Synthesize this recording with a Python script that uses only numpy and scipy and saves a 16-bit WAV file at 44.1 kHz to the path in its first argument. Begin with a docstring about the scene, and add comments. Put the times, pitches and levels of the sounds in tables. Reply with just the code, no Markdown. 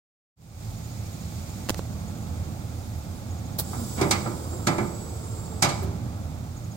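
"""Pickup lifting a snow plow

A V8 pickup idles on a gravel drive, its cylinders puffing into the exhaust pipe. A relay snaps and
an electric oil pump whirs, sagging in pitch as it lifts the steel plow. The linkage jerks tight and
clanks through the blade. Faint trills, a thin squeak and a short, low groan are heard too.
The hand-held microphone, a few metres in front, fades in and is brushed once by a finger."""
import sys
import numpy as np
from scipy import signal
from scipy.fft import rfft, irfft, next_fast_len
from scipy.io import wavfile
from scipy.ndimage import map_coordinates

SR = 44100
rng = np.random.default_rng(int(sys.argv[2]) if len(sys.argv) > 2 else 0)


def waveform_to_disk(signal):
    """Save audio, clipped to [-1, 1], as 16-bit WAV at the path in sys.argv[1]."""
    frames = np.transpose(np.atleast_2d(signal))
    scaled = np.clip(frames, -1, 1) * 32767
    samples = np.round(scaled).astype(np.int16)
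    wavfile.write(sys.argv[1], SR, samples)


N = 298116

# strength of the exhaust puffs, and of the airy hiss around the truck: (time [s], level [dB])
IDLE_LEVEL = [(.6, -40.5), (1.6, -36.5), (2.35, -34), (3.0, -37.5), (3.6, -33.5), (5.3, -38.5),
              (5.85, -31.5), (6.76, -40)]
HISS_LEVEL = [(.6, -49), (1.6, -46), (1.8, -49), (6.7, -52)]
# exhaust tones: (frequency [multiple of the crank speed], level [dB])
EXHAUST_TONES = [(3.5, -61), (4, -53.5), (5, -70), (7, -44.5), (7.5, -52), (9, -47), (9.5, -53),
                 (10, -45.5), (12.5, -55.5), (14, -49.5), (17.5, -58.5)]
# the tone colour of each noise: (frequency [Hz], relative level [dB])
PIPE_COLOUR = [(13, -47), (22, -18), (49, -23), (69, -3.5), (87, 1.5), (119, -4.5), (141, -8.5), (195, -8),
               (217, -10), (247, -12.5), (342, -24), (390, -33.5), (500, -33.5), (650, -52), (1100, -120)]
ENGINE_BAY_COLOUR = [(180, -57), (300, 0), (393, -5), (416, -6.5), (595, -3.5), (642, -4), (857, -2.5),
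                     (935, -9.5), (1350, -12), (1730, -19), (2200, -22), (3000, -26), (3900, -25),
                     (6600, -120)]
HISS_COLOUR = [(1290, -13.5), (2200, -2), (2970, -7), (3580, -3.5), (4350, -3.5), (4830, -1.5), (5690, -3),
               (7020, 0), (8740, -4), (9630, -10), (15300, -7)]
RELAY_COLOUR = [(150, -2), (700, -2.5), (2600, -18), (4200, -2), (6000, -7.5), (9000, -5), (15000, 0.5)]
OIL_COLOUR = [(1470, -45), (2500, -29), (2760, -18), (3850, -7), (4120, -14.5), (4800, -4.5), (6160, -8),
              (7560, 1), (7910, -5), (8860, -6.5), (13500, -13), (15300, -8)]
FRAME_COLOUR = [(120, -5), (330, 7), (600, 0), (1250, -5), (2200, -29), (3200, -42)]
BLADE_COLOUR = [(53, -38), (90, -14), (136, -1), (278, -7), (353, -12.5), (467, -14), (839, -10.5),
                (1830, -18.5), (2230, -11), (2650, -20), (7490, -10.5), (9110, -16.5), (16000, -18)]
# distant trills: (start [s], end [s], top pitch [Hz], level [dB])
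TRILLS = [(.76, 1.65, 6930, -49), (1.85, 2.47, 6930, -53), (3.3, 3.57, 6720, -50), (4.5, 5.5, 6930, -50),
          (6.56, 6.75, 6720, -50)]
# finger ticks on the case: (time [s], relative level [dB], dull above [Hz], thud level [dB])
FINGER_TICKS = [(1.689, -17, 1490, -35), (1.6946, -11, 5000, -24), (1.701, -18, 4000, -16),
                (1.7045, -16, 8000, -8.5), (1.7447, -23, 5000, -50), (1.793, -26.5, 500, -13.5)]
# the fingertip rubs between ticks: (middle [s], width [s], level [dB])
FINGER_RUBS = [(1.701, 0.015, -39), (1.785, 0.015, -41.5)]
# sliding tones: (start [s], length [s], first pitch [Hz], last pitch [Hz], arch [Hz], level [dB])
SQUEAK_SLIDE = (2.7, .52, 9000, 10600, 2700, -59)
GROAN_SLIDE = (3.765, .1, 245, 195, 10, -33)
# the motor's relay snaps shut, then drops out: (time [s], level [dB])
RELAY_SNAPS = [(3.586, -21), (5.826, -42.5)]
# resonances of the pump housing: (frequency [Hz], width [Hz], relative level [dB])
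HOUSING_PEAKS = [(440, 180, -8), (900, 1030, -9), (4700, 680, -15), (7640, 300, -15), (7680, 590, -0.5),
                 (8150, 350, -14.5), (9500, 400, -15), (15600, 440, -6)]
# blows in the linkage: (time [s], strength [dB], weight [dB], hardness [dB], rise time [s])
BLOWS = [(3.731, -32.5, -7, -26, 0.0017), (3.965, -21, -0.5, -5, 0.028), (4.01, -21, 7, -3.5, 0.0041),
         (4.11, -20.5, -9, 3.5, 0.00082), (4.257, -28.5, 4, -29, 0.0023), (4.528, -39, 7, -42, 0.0016),
         (4.668, -18.5, -3, -2, 0.0025), (4.782, -23, 1, -14.5, 0.0011), (5.622, -17, -10, 3.5, 0.0026),
         (5.642, -23.5, -2.5, -1, 0.002), (5.684, -32.5, -5, 8, 0.0089), (5.815, -35.5, 8.5, -16, .0058)]
# weight acts on the low-middle range, hardness on the treble: (frequency [Hz], share [0-1])
WEIGHT_SHARE = [(130, .15), (230, .35), (350, 1), (480, .8), (750, 0)]
HARDNESS_SHARE = [(1500, 0), (4000, 1)]
# ringing notes of blade and frame: (frequency [Hz], relative level [dB], time to fade 60 dB [s])
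STEEL_NOTES = [(135.6, 3, 0.26), (224.3, -7.5, 0.35), (323, -7, 0.6), (347.7, -2, 0.49), (392, -5, 0.45),
               (516, -8, .3), (588.5, -9.5, 0.83), (738, -4.5, 0.21), (804, -4, 0.22), (857, -16, 1),
               (1000, -18, 0.63), (1208, -9.5, 0.36), (1332, -5.5, 0.27), (1680, -12, 0.13),
               (2054, -3, 0.16), (2263, -5, 0.2), (3860, -10, 0.14), (4170, -12, .1), (4480, -8.5, 0.14),
               (4890, -8, 0.16), (6073, -15, 0.2), (8000, -4.5, 0.12)]
# dense ring of the sheet steel, and the yard's echo: (frequency [Hz], time to fade 60 dB [s])
SHEET_DECAY = [(150, 0.47), (700, 0.52), (2000, 0.27), (5000, 0.1), (9000, 0.074), (15000, 0.078)]
YARD_DECAY = [(150, 1), (1000, 0.49), (4000, 0.77), (12000, 0.51)]
# balance of the microphone's two openings: (frequency [Hz], left minus right [dB])
MIC_BALANCE = [(60, -3.5), (110, -3), (200, -7), (380, -6), (700, 0), (1290, -6), (2380, -3), (4400, -6.5),
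               (8120, -2), (15000, -1.5)]
# how alike left and right are: (frequency [Hz], likeness [0-1])
STEREO_LIKENESS = [(30, 0.23), (80, 0.93), (170, 1), (350, 0.48), (800, 0.94), (2000, 0.27), (12000, 0.082)]

PUMP_ON_S, LOAD_S, PUMP_OFF_S = 3.6, 4.11, 5.83  # at LOAD_S the pump takes the blade's weight
SPIN_UP_S, TAKE_UP_S, COAST_S = 0.063, 0.041, 0.036  # how quickly it starts, takes the load, stops
FREE_HZ, SAG_HZ_PER_S = 491.3, 34  # gear pitch running free, and its fall under load
WHINE_DB, WHINE_TOP_DB_PER_S = -48, -9  # gear whine, and the fade of its top harmonic under load
# level running free, step on taking the load, and steady fade after that
OIL_DB, OIL_STEP_DB, OIL_DB_PER_S = -41.5, -4.5, -4.5
RUMBLE_DB, RUMBLE_STEP_DB, RUMBLE_DB_PER_S = -47, 6, -4


def amp(db):
    """Turn decibels into a gain."""
    return 10 ** (np.asarray(db) / 20)


def unit(x, first=None):
    """Scale x to an average (rms) level of 1, judged on all of it or on its first samples."""
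    return x / np.sqrt(np.mean(x[..., :first] ** 2) + 1e-20)


def along(points, hz):
    """Read a (frequency, value) table at hz, on a log scale of frequency."""
    freqs, values = np.transpose(points)
    return np.interp(np.log(hz + 1), np.log(freqs + 1), values)


def curve(points):
    """Join (time, value) points with straight lines, one value per sample."""
    return np.interp(since(0), *np.transpose(points))


def since(s):
    """Seconds gone by after time s, 0 before it."""
    return np.maximum(np.arange(N) / SR - s, 0)


def wobble(rate):
    """A smooth curve through rate random points a second."""
    return map_coordinates(rng.standard_normal(int(N * rate / SR) + 4), [since(0) * rate])


def filtered(x, response):
    """Multiply each frequency in x by response(hz)."""
    n = x.shape[-1]
    padded = next_fast_len(n + 8192)
    return irfft(rfft(x, padded) * response(np.fft.rfftfreq(padded, 1 / SR)), padded)[..., :n]


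def add(track, s, sound):
    """Mix a sound into a track at time s."""
    part = track[..., round(s * SR):][..., :sound.shape[-1]]
    part += sound[..., :part.shape[-1]]


def spread(pair):
    """Blend two unrelated signals into left and right, mostly alike in the bass, less in the treble."""
    angle = lambda hz: np.arccos(along(STEREO_LIKENESS, hz)) / 2
    mid, side = filtered(pair, lambda hz: np.array([np.cos(angle(hz)), np.sin(angle(hz))]))
    return np.array([mid + side, mid - side])


def rush(colour, pulse=1):
    """Stereo noise at level 1, shaped by an optional pulse and then coloured."""
    noise = pulse * rng.standard_normal((2, N))
    return unit(spread(filtered(noise, lambda hz: amp(along(colour, hz)))))


def dying_noise(decay):
    """Two one-second noises in which each frequency dies away at its own speed."""
    hz, t, spectrum = signal.stft(rng.standard_normal((2, SR)), SR, nperseg=256)
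    fade = amp(-60 * t / along(decay, hz)[:, None])
    return signal.istft(spectrum * fade, SR, nperseg=256)[1][:, :SR]


def engine(crank_hz=11.62, drift=0.00512, uneven_db=3, waver_db=3.5, bay_db=-47, bay_follows=0.59):
    """Eight unequal cylinders puff into the pipe, four a turn; the engine bay rustles in step."""
    turns = np.cumsum(crank_hz * (1 + drift * wobble(2.976))) / SR
    firings = 4 * turns
    cylinders = amp(uneven_db * unit(rng.standard_normal(8)))
    stroke = cylinders[firings.astype(int) % 8] * np.sin(np.pi * firings) ** 2 - .5
    tones = 0
    for multiple, db in EXHAUST_TONES:
        peak = np.sqrt(2) * amp(db + waver_db * wobble(8.4))
        tones += peak * np.sin(2 * np.pi * (multiple * turns + rng.random()))
    idle_db = curve(IDLE_LEVEL)
    puffs = amp(idle_db) * rush(PIPE_COLOUR, pulse=1 + 0.61 * stroke)
    bay_gain = amp(bay_db + bay_follows * (idle_db - idle_db.mean()))
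    rustle = bay_gain * rush(ENGINE_BAY_COLOUR, pulse=1 + 0.099 * stroke)
    hiss = amp(curve(HISS_LEVEL) + 0.3 * np.sin(2 * np.pi * turns)) * rush(HISS_COLOUR)
    return tones + puffs + rustle + hiss


def trills(chirp_s=.028, period_s=.073, arch=0.07, scatter_db=2):
    """Something small in the trees repeats a faint chirp that arches up and down in pitch."""
    chirps = np.zeros(N)
    position = np.linspace(-1, 1, round(chirp_s * SR))
    swell = np.cos(np.pi * position / 2) ** 2
    for start, end, hz, db in TRILLS:
        phase = 2 * np.pi * np.cumsum(hz * (1 - arch * position ** 2)) / SR
        for s in np.arange(start, end, period_s):
            add(chirps, s, amp(db + scatter_db * rng.standard_normal()) * swell * np.sin(phase))
    return chirps


def finger(tick_boost_db=2, slip_s=0.0015, case_hz=300, case_ring_s=0.0072):
    """A fingertip rubs and slips on the microphone's case in dry ticks, each with a small thud."""
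    ticks = np.zeros((2, N))
    t = np.arange(SR // 20) / SR
    thud = np.sin(2 * np.pi * case_hz * t) * amp(-60 * t / case_ring_s)
    for s, db, dull_hz, thud_db in FINGER_TICKS:
        slip = spread(rng.standard_normal((2, len(t))) * np.exp(-t / slip_s))
        tick = filtered(slip, lambda hz: 1 / (1 + 1j * hz / dull_hz) / (1 + 1j * hz / dull_hz / 4))
        add(ticks, s, amp(db + tick_boost_db) * tick / np.abs(tick).max() + amp(thud_db) * thud)
    pressure = sum(amp(db) * np.exp(-((since(0) - s) / width) ** 2) for s, width, db in FINGER_RUBS)
    return ticks + pressure * rush(HISS_COLOUR)


def sliding_tone(slide, wander, jitter, waver_db):
    """An unsteady tone swells and fades while its pitch slides along an arch."""
    start, length, first_hz, last_hz, arch_hz, db = slide
    progress = np.minimum(since(start) / length, 1)
    swell = np.sin(np.pi * progress)
    hz = first_hz + (last_hz - first_hz) * progress + arch_hz * swell
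    hz *= 1 + wander * wobble(18) + jitter * wobble(120)
    gain = np.sqrt(np.abs(swell)) * amp(db + waver_db * wobble(36))
    return gain * np.sin(2 * np.pi * np.cumsum(hz) / SR)


def squeak():
    """A thin, faint squeak wavers high in the treble."""
    return sliding_tone(SQUEAK_SLIDE, wander=.03, jitter=.011, waver_db=4)


def relay(rise_s=0.0011, hold_s=0.012, fade_s=0.082):
    """The contacts of the motor's switch slam, chatter for a moment and die away in a bright snap."""
    envelope = 0
    for s, db in RELAY_SNAPS:
        attack = 1 - np.exp(-since(s) / rise_s)
        envelope += attack * amp(db - 60 * since(s + hold_s) / fade_s)
    return envelope * rush(RELAY_COLOUR)


def housing(hz):
    """The pump housing favours the frequencies near its resonances."""
    return sum(amp(db) / (1 + (2 * (hz - centre) / width) ** 2) for centre, width, db in HOUSING_PEAKS)


def pump(flutter=0.00393, waver_db=3, harmonic_limit=38):
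    """Gear teeth whine and oil rushes; under load the motor slows and shakes the frame harder."""
    loaded_s = since(LOAD_S)
    load = 1 - np.exp(-loaded_s / TAKE_UP_S)
    running = (1 - np.exp(-since(PUMP_ON_S) / SPIN_UP_S)) * np.exp(-since(PUMP_OFF_S) / COAST_S)
    gear_hz = running * (FREE_HZ - SAG_HZ_PER_S * loaded_s)
    phase = 2 * np.pi * np.cumsum(gear_hz * (1 + flutter * wobble(90))) / SR
    teeth = 0
    for k in range(1, harmonic_limit):
        fade_db = WHINE_TOP_DB_PER_S * loaded_s * (k / harmonic_limit) ** 2
        teeth += amp(fade_db + waver_db * wobble(30)) * np.cos(k * phase + rng.uniform(0, 2 * np.pi))
    whine_gain = amp(WHINE_DB) * np.sqrt(running.mean())  # allows for the time the pump is silent
    whine = whine_gain * unit(filtered(running * teeth, housing))
    oil = amp(OIL_DB + OIL_STEP_DB * load + OIL_DB_PER_S * loaded_s) * rush(OIL_COLOUR)
    rumble = amp(RUMBLE_DB + RUMBLE_STEP_DB * load + RUMBLE_DB_PER_S * loaded_s) * rush(FRAME_COLOUR)
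    return whine + running * (oil + rumble)


def clank(weight_db, hardness_db, rise_s, notes_db=-4, scatter_db=3, crack_db=-7, crack_s=0.011):
    """One blow cracks and rings the steel blade; a heavy blow sounds fuller, a hard one brighter."""
    t = np.arange(SR) / SR
    sheet = spread(filtered(dying_noise(SHEET_DECAY), lambda hz: amp(along(BLADE_COLOUR, hz))))
    crack = spread(rng.standard_normal((2, SR))) * amp(-60 * t / crack_s)
    notes = 0
    for hz, db, ring_s in STEEL_NOTES:
        envelope = amp(db + scatter_db * rng.standard_normal((2, 1)) - 60 * t / ring_s)
        notes += envelope * np.sin(2 * np.pi * (hz * t + rng.random()))
    onset = SR // 40  # the three parts are balanced over their first 25 ms
    ring = unit(sheet, onset) + amp(notes_db) * unit(notes, onset) + amp(crack_db) * unit(crack, onset)
    attack = 1 - np.exp(-(t / rise_s) ** 2)

    def contact(hz, dull_hz=9500):
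        db = weight_db * along(WEIGHT_SHARE, hz) + hardness_db * along(HARDNESS_SHARE, hz)
        return amp(db) / np.sqrt(1 + (hz / dull_hz) ** 6)
    return attack * filtered(ring, contact)


def linkage(echo_db=-12):
    """Pins and chain jerk tight as the blade rises; trees and truck scatter a weak echo."""
    clanks = np.zeros((2, N))
    for s, db, weight_db, hardness_db, rise_s in BLOWS:
        add(clanks, s, amp(db) * clank(weight_db, hardness_db, rise_s))
    tail = dying_noise(YARD_DECAY)
    echo = signal.fftconvolve(clanks, tail / np.linalg.norm(tail[0]), axes=1)[:, :N]
    return clanks + amp(echo_db) * echo


def groan():
    """A short, low, falling groan just after the pump starts."""
    return sliding_tone(GROAN_SLIDE, wander=0.0049, jitter=0.021, waver_db=-1.0)


def arrival(hz, lead_s=0.0001864, scramble_rad=3.3, treble_hz=6000, ripple_hz=300):
    """Sound reaches the left side first; reflections off ground and truck scramble the treble's phase."""
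    ripple = map_coordinates(rng.standard_normal(200), [hz / ripple_hz], mode="mirror")
    phase = 2 * np.pi * hz * lead_s + scramble_rad * np.minimum(hz / treble_hz, 1) * ripple
    return np.exp(.5j * phase * np.array([[1], [-1]]))


def scene():
    """Truck, plow and trees are some metres off; the finger is right at the microphone."""
    lift = relay() + pump() + linkage() + groan()
    distant = lift + squeak() + engine() + trills()
    return filtered(distant, arrival) + finger()


def record(dry, top_hz=16000):
    """The microphone fades in, hears more on the right and passes nothing above top_hz."""
    fade_db = curve([(.35, -160), (.36, -50), (.375, -24), (.42, -12), (.55, -6), (.63, 0)])
    balance = lambda hz: amp(along(MIC_BALANCE, hz) / 2 * np.array([[1], [-1]]))
    return filtered(dry * amp(fade_db), lambda hz: balance(hz) * (hz < top_hz))


dry = scene()
out = record(dry)
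waveform_to_disk(out)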